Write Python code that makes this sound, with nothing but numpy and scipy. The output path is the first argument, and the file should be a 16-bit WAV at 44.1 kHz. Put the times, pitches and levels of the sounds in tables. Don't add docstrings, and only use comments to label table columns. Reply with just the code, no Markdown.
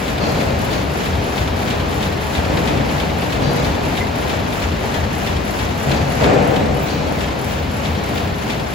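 import sys
import numpy as np
from scipy import signal
from scipy.fft import rfft, irfft, next_fast_len
from scipy.io import wavfile
from scipy.ndimage import map_coordinates

SR = 44100
rng = np.random.default_rng(int(sys.argv[2]) if len(sys.argv) > 2 else 0)


def int16_out(signal):
    q = np.round(np.clip(np.atleast_2d(signal).T, -1, 1) * 32767)
    wavfile.write(sys.argv[1], SR, q.astype(np.int16))


N = 385434
TIME = np.arange(N) / SR
TURN_S = .324637


def amp(db):
    return 10 ** (np.asarray(db) / 20)


def unit(x):
    return x / np.sqrt(np.mean(x ** 2) + 1e-20)


def along(points, hz):
    f, v = np.transpose(points)
    return np.interp(np.log(hz + 1), np.log(f + 1), v)


def curve(points):
    return np.interp(TIME, *np.transpose(points))


def wobble(rate):
    return map_coordinates(rng.standard_normal(int(N * rate / SR) + 4), [TIME * rate])


def filtered(x, response):
    size = next_fast_len(N + 8192)
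    return irfft(rfft(x, size) * response(np.fft.rfftfreq(size, 1 / SR)), size)[..., :N]


def rush(spectrum):
    # frequency in Hz, how alike the two sides are (1 is identical).
    likeness = [(60, 0.91), (130, 1), (290, 0.56), (640, 0.037), (1400, -0.16), (2300, 0.4), (4000, 0.78),
                (7000, 0.74)]
    angle = lambda hz: np.arccos(np.clip(along(likeness, hz), -1, 1)) / 2
    colour = lambda hz: amp(along(spectrum, hz)) * np.array([np.cos(angle(hz)), np.sin(angle(hz))])
    mid, side = filtered(rng.standard_normal((2, N)), colour)
    return unit(np.array([mid + side, mid - side]))


def nearby(spectrum, direct, sizes=1, left_lag_s=.00027):
    noise = sizes * rng.standard_normal((3, N))
    common, *scattered = filtered(noise, lambda hz: amp(along(spectrum, hz)))
    straight = np.array([np.roll(common, round(left_lag_s * SR)), common])
    return unit(np.sqrt(direct) * straight + np.sqrt(1 - direct) * np.array(scattered))


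def narrow(modes, width_hz):
    shape = lambda f: sum(amp(db) / (1 + ((f - hz) / width_hz) ** 2) for hz, db in modes)
    return unit(filtered(rng.standard_normal((2, N)), shape))


def contacts(spectrum, rate, spread_db, direct):
    hits = rng.random(N) < rate / SR
    sizes = amp(spread_db * rng.standard_normal(N).clip(-2, 2))
    return nearby(spectrum, direct, hits * sizes)


def fade(t, t60):
    return np.exp(-np.log(1000) * t / t60)


def blows(rows, attack):
    power = np.zeros(N)
    for s, db, t60 in rows:
        span = slice(*np.searchsorted(TIME, [s, s + t60]))
        t = TIME[span] - s
        power[span] += (amp(db) * fade(t, t60) * (1 - np.exp(-t / attack))) ** 2
    return np.sqrt(power)


def ping(s, db, t60, hz, attack):
    return blows([(s, db, t60)], attack) * np.sin(2 * np.pi * hz * (TIME - s))


def turns(first_s=.0837, quicken_s=.0000656):
    k = np.arange(-1, TIME[-1] / TURN_S + 1)
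    return first_s + k * TURN_S - quicken_s * k ** 2 / 2


def accent(rows, s):
    return sum(db for when, db in rows if abs(when - s) < TURN_S / 2)


def hall(level_db=11.5):
    # frequency in Hz, level in dB.
    roar_tone = [(20, -47), (55, 1.5), (90, 0.5), (125, -3.5), (200, -2), (290, -4), (350, -7), (480, -6),
                 (720, -5.5), (950, -9), (1200, -13.5), (2300, -20), (4500, -24), (9000, -45), (11000, -33),
                 (16000, -26.5)]
    # time in seconds, level in dB.
    roar_levels = [(0, -32.5), (1.2, -33), (2.1, -32.5), (3, -32.5), (4.3, -32.5), (5.2, -33.5),
                   (5.8, -33.5), (6.6, -34.5), (7.4, -34.5), (8.2, -33), (8.74, -35)]
    # frequency in Hz, half width in Hz, boost in dB.
    resonances = [(138.4, 14.6, 3.5), (208, 56, 2), (302, 6.6, 1.5), (407, 20, 3.5), (481, 3.2, 5),
                  (1390, 35, 1.5), (2410, 470, 2.5)]
    drift_db = .45 * wobble(6)
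    roar = amp(curve(roar_levels) + level_db + drift_db) * rush(roar_tone)
    lift = lambda f: amp(sum(db / (1 + ((f - hz) / width) ** 2) for hz, width, db in resonances))
    air = lambda f: 1 / (1 + (f / 9000) ** 4)
    return filtered(roar + booms(), lambda f: lift(f) * air(f))


def threads(rattle_db=11, swish_db=2, rattle_depth=.72):
    # share of the turn after the stroke, level in dB.
    pull = [(.02, 3), (.14, .7), (.28, -2.3), (.48, -3.7), (.62, -.8), (.8, .8), (.92, 1.8)]
    # time in seconds, level in dB.
    nearness = [(0, -44), (2.3, -43.5), (4.2, -44.5), (6.2, -42.5), (6.4, -49.5), (6.9, -45.5), (8.74, -45)]
    # frequency in Hz, level in dB.
    rattle_tone = [(300, -45), (1000, 5.5), (1700, 10.5), (3000, 4), (4400, -7), (5400, -1.5), (7500, -4.5),
                   (12000, -136), (16000, -55)]
    swish_tone = [(2000, -12), (4500, 1), (6500, 2), (8500, -1), (11000, 1), (12500, 0), (16000, -5)]
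    crank = np.interp(TIME, turns(), np.arange(len(turns())))
    pull_db = np.interp(crank, *np.transpose(pull), period=1)
    slack_db = .7 * wobble(14)
    rattle_gain = amp(rattle_db + rattle_depth * pull_db + 2 * wobble(70))
    rattle = rattle_gain * contacts(rattle_tone, rate=4000, spread_db=0, direct=.096)
    swish = amp(swish_db + pull_db + slack_db + .81 * wobble(120)) * nearby(swish_tone, direct=1)
    return amp(curve(nearness)) * (rattle + swish)


def bobbins(level_db=-43, centre_hz=2550, spread=.22, spread_db=4.5, t60=.13, count=1200):
    when, place = rng.random((2, count))
    pitch, size = rng.standard_normal((2, count, 1)).clip(-2, 2)
    t = np.arange(SR // 20) / SR
    hz = centre_hz * np.exp(spread * pitch)
    chinks = amp(spread_db * size) * fade(t, t60) * np.sin(2 * np.pi * hz * t)
    samples = ((when * N).astype(int)[:, None] + np.arange(len(t))).ravel()
    sides = [np.bincount(samples, (pan[:, None] * chinks).ravel(), N)[:N] for pan in (place, 1 - place)]
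    return amp(level_db) * unit(np.array(sides))


def latches(level_db=-41, slop_s=.001, scatter_db=1, ring_db=-10):
    # seconds from the stroke, level in dB, fade time in seconds.
    trips = [(-.1435, 6.5, .06), (-.1205, 7, .065), (-.0905, 10.5, .05), (-.08, -2, .16), (-.022, 0, .1),
             (-.005, 2, .07), (.018, -1, .07), (.093, -1.5, .1)]
    # time in seconds, extra dB.
    accents = [(.41, -1.5), (.733, 2), (1.057, 1), (1.383, -1.5), (2.355, 1), (3.003, -5), (3.975, 1.5),
               (4.622, -3), (4.946, -3), (5.593, .5), (6.238, 2), (6.56, -2.5), (7.21, -3.5), (7.535, 1),
               (7.856, -3.5), (8.179, 0), (8.503, -2.5), (8.82, -3)]
    # frequency in Hz, level in dB.
    tick_tone = [(1500, -25), (3500, -10), (6500, -6), (8500, -7), (10500, 0), (12500, 0), (14000, -8),
                 (16000, -15)]
    steel_notes = [(10550, 2), (10930, 1), (12650, 0), (15520, -4)]
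    ticks = []
    for s in turns():
        turn_db = level_db + accent(accents, s)
        ticks += [(s + lag + slop_s * rng.normal(), turn_db + db + scatter_db * rng.normal(), t60)
                  for lag, db, t60 in trips]
    steel = nearby(tick_tone, direct=1) + amp(ring_db) * narrow(steel_notes, width_hz=25)
    return blows(ticks, attack=.002) * steel


def frame(level_db=-1, floor_db=-1, floor_t60=.36, scatter_db=1.5, turn_scatter_db=.3):
    # seconds from the stroke, level in dB.
    turn_shoves = [(-.117, -12), (-.049, -10), (0.028, -2), (0.061, -4), (0.088, -5), (.12, -2),
                   (.162, -15)]
    # pitch in Hz, level in dB, fade time in seconds.
    notes = [(59.6, -15, 0.088), (80.8, 3.5, 1), (86.3, 7.5, 0.14), (150, 4, 0.034)]
    # frequency in Hz, level in dB.
    floor_tone = [(20, -30), (38, -17), (52, 12), (66, 23), (79, 30), (92, 15), (110, -24), (200, -46)]
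    # time in seconds, level in dB.
    nearness = [(0, -24.5), (.5, -26.5), (1.3, -23), (2.6, -28.5), (4.1, -28), (5.2, -24), (6.6, -33),
                (7.6, -27), (8.74, -27.5)]
    t = np.arange(SR // 3) / SR
    ring = sum(amp(db) * np.sin(2 * np.pi * hz * t) * fade(t, t60) for hz, db, t60 in notes)
    shoves = []
    for s in turns():
        load_db = turn_scatter_db * rng.normal()
        shoves += [(s + lag, load_db + db + scatter_db * rng.normal())
                   for lag, db in turn_shoves if 0 <= s + lag < TIME[-1]]
    pushes = np.zeros(N)
    for s, db in shoves:
        pushes[int(s * SR)] = amp(level_db + db)
    low_cut = lambda hz: 1 - 1 / (1 + (hz / 42) ** 6)
    thumps = filtered(signal.fftconvolve(pushes, ring)[:N], low_cut)
    tremor = blows([(s, floor_db + db, floor_t60) for s, db in shoves], attack=.012) * rush(floor_tone)
    return amp(curve(nearness)) * (thumps + tremor)


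def bars(level_db=-1):
    # seconds from the stroke, level in dB, fade time in seconds.
    reversals = [(-.108, -27.5, .13), (-.055, -28, .15), (.008, -29, .1), (.026, -25.5, .11)]
    # frequency in Hz, level in dB.
    tone = [(120, -4), (250, 4), (500, -2.5), (800, 4.5), (1100, -6), (1800, -8.5), (3000, -38),
            (6000, -60)]
    # time in seconds, level in dB.
    nearness = [(0, 0), (2.5, 8), (4.3, 8), (5.6, 8.5), (7.5, -1), (8.74, -2)]
    knocks = [(s + lag, db, t60) for s in turns() for lag, db, t60 in reversals]
    return amp(level_db + curve(nearness)) * blows(knocks, attack=.004) * rush(tone)


def shuttles(level_db=-29.3, ring_db=-3.5, ring_t60=.22, knock_t60=.086):
    # seconds from the stroke, level in dB, fade time in seconds.
    landing = [(-.024, 2, .045), (-.0045, 7.3, .04), (.001, 7.7, .035), (.002, -5, .45), (.094, 1, .07)]
    # time in seconds, extra dB.
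    accents = [(.084, -1.5), (.733, .5), (1.057, -.5), (1.383, 2), (1.709, 3), (2.027, 2), (2.355, 3.5),
               (2.679, 3), (3.003, 2.2), (3.323, 2), (3.651, 2), (3.975, 1.5), (4.622, .5), (4.946, -2.5),
               (5.272, 2.5), (5.918, 3), (6.238, 4), (6.56, 2), (6.886, -2), (7.21, -1), (7.535, -5),
               (8.179, -.5), (8.503, 2.5)]
    # start in seconds, level in dB.
    other_clacks = [(.181, -26), (.2366, -24), (1.925, -28), (2.5691, -21), (2.888, -25), (3.218, -22.5),
                    (4.524, -24)]
    # frequency in Hz, level in dB.
    clack_tone = [(300, -20), (1200, -4), (2400, 0), (3500, 0), (4600, -6), (6000, -14), (9000, -23),
                  (16000, -40)]
    steel_notes = [(2380, 6), (2620, 7), (3060, -4), (3520, 4), (3860, -1)]
    strokes = [(s, level_db + accent(accents, s)) for s in turns()]
    landings = [(s + lag, force_db + db, t60) for s, force_db in strokes for lag, db, t60 in landing]
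    knocks = [(s, db, knock_t60) for s, db in other_clacks]
    impacts = unit(contacts(clack_tone, rate=9000, spread_db=-.5, direct=.41) + rush(clack_tone))
    clacks = blows(landings + knocks, attack=.001) * impacts
    ringing = blows([(s, force_db + ring_db, ring_t60) for s, force_db in strokes], attack=.0039)
    return clacks + ringing * narrow(steel_notes, width_hz=25)


def jolts(pitch_hz=76, spread=.066, t60=.16):
    # start in seconds, level in dB.
    drops = [(.115, -16), (.265, -18), (.43, -17), (.53, -13), (.745, -16.5), (1.09, -21), (1.475, -20),
             (1.8, -17.5), (2.035, -17.5), (2.38, -19), (2.63, -18), (2.765, -18), (3.012, -16),
             (3.685, -20), (5.058, -17), (5.358, -18), (7.605, -16.5), (8.265, -13), (8.32, -16)]
    return sum(ping(s, db, t60, pitch_hz * np.exp(spread * rng.normal()), attack=.006) for s, db in drops)


def booms(hall_t60=2.86):
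    # start in seconds, level of the deep rumble in dB, level of the higher body in dB.
    hits = [(.19, -23.5, -21), (0.398, -30, -27), (2.34, -31, -26.5), (2.482, -21.5, -22.5),
            (2.65, -25, -29), (3.371, -21.5, -23), (3.5, -29, -23.5), (5.852, -20, -20.5),
            (6.197, -18, -13.5), (6.321, -29, -24.5), (6.55, -22.5, -36), (6.95, -24.5, -25.5)]
    # start in seconds, level in dB, fade in seconds.
    clangs = [(6.215, -19.5, 1.7), (6.315, -22, 1.8), (6.465, -22.5, 2.0)]
    # frequency in Hz, level in dB.
    rumble_tone = [(30, -16), (70, -1.5), (110, -5.5), (145, -1), (200, -7), (290, -2.5), (400, -16.5),
                   (1200, -72)]
    body_tone = [(80, -18), (230, -3), (350, -6), (490, 4.5), (590, 6), (750, 0), (1150, -7), (2400, -14),
                 (4500, -27), (8000, -27), (12000, -101)]
    hollow_notes = [(205, 1), (255, -14), (402, 3), (484, 1.5), (520, 0.5), (595, -10), (755, 2.5)]
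    clang = blows(clangs, attack=.02) * narrow(hollow_notes, width_hz=13)
    rumble = blows([(s, db, hall_t60) for s, db, _ in hits], attack=.014) * rush(rumble_tone)
    body = blows([(s, db, hall_t60) for s, _, db in hits], attack=.02) * rush(body_tone)
    return rumble + body + clang + panels()


def guides(squeak_hz=15540, squeak_t60=.21, grit_db=-3):
    # start in seconds, level in dB, fade time in seconds, lower and upper pitch in Hz.
    scrapes = [(.2, -31.5, 1.2, 4200, 4630), (0.701, -30, 0.4, 4280, 4600), (3.41, -31.5, 1.1, 4030, 4650),
               (3.57, -39, 1.0, 4050, 4700), (5.881, -37, 2.4, 4130, 4650), (6.869, -33.5, 1, 4080, 4500)]
    # frequency in Hz, level in dB.
    grit_tone = [(1500, -26), (3300, 5), (4500, -0.5), (5300, 1), (6500, 2), (8000, -23), (16000, -26)]
    # start in seconds, level in dB.
    squeaks = [(1.355, -46), (1.66, -46), (1.754, -45), (4.565, -43), (5.525, -45), (6.4976, -41),
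               (6.821, -33), (6.93, -40), (7.147, -44), (7.4734, -35), (7.587, -40), (7.8997, -44),
               (8.1422, -36), (8.2327, -42), (8.43, -43)]
    squeak_gain = blows([(s, db, squeak_t60) for s, db in squeaks], attack=.007)
    out = squeak_gain * narrow([(squeak_hz, 0)], width_hz=130)
    grit = amp(grit_db) * rush(grit_tone)
    judder = amp(1.4 * wobble(90))
    for s, db, t60, lower_hz, upper_hz in scrapes:
        ring = narrow([(lower_hz, 0), (upper_hz, 0)], width_hz=85)
        out += blows([(s, db, t60)], attack=.02) * judder * (ring + grit)
    return out


def panels(waver=.59, flutter_db=.5):
    # start in seconds, level in dB, fade time in seconds, pitch in Hz.
    drones = [(2.49, -21, .5, 165), (3.39, -19, .65, 148), (5.86, -17, .6, 140), (6.515, -21, .45, 176),
              (6.64, -22, .5, 162), (6.97, -28, 1.1, 145)]
    phase = waver * wobble(22)
    notes = sum(blows([(s, db, t60)], attack=.014) * np.sin(2 * np.pi * hz * TIME + phase)
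                for s, db, t60, hz in drones)
    return amp(flutter_db * wobble(25)) * notes


def clinks(upper_ratio=1.045):
    # start in seconds, level in dB, fade time in seconds, lower pitch in Hz.
    taps = [(3.972, -25, .12, 3680), (4.008, -19, .14, 2050)]
    return sum(ping(s, db, t60, hz, attack=.002) + ping(s, db, t60, hz * upper_ratio, attack=.002) / 2
               for s, db, t60, hz in taps)


def scene():
    # frequency in Hz, how much louder the left side is in dB.
    lean = [(60, 1.5), (110, 3.5), (200, 0.5), (380, 3), (700, 4.5), (1290, 1.5), (2380, 0.5), (4400, 5),
            (8120, -0.5), (15000, 0.5)]
    machine = shuttles() + bars() + threads() + bobbins() + clinks() + guides() + latches()
    mix = machine + frame() + jolts() + hall()
    return filtered(mix, lambda hz: amp(np.outer([1, -1], along(lean, hz)) / 2))


def record(dry):
    ceiling, top_hz = .95, 15900
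    rounded = dry / (1 + np.abs(dry / ceiling) ** 8) ** (1 / 8)
    return filtered(rounded, lambda hz: hz < top_hz)


dry = scene()
out = record(dry)
int16_out(out)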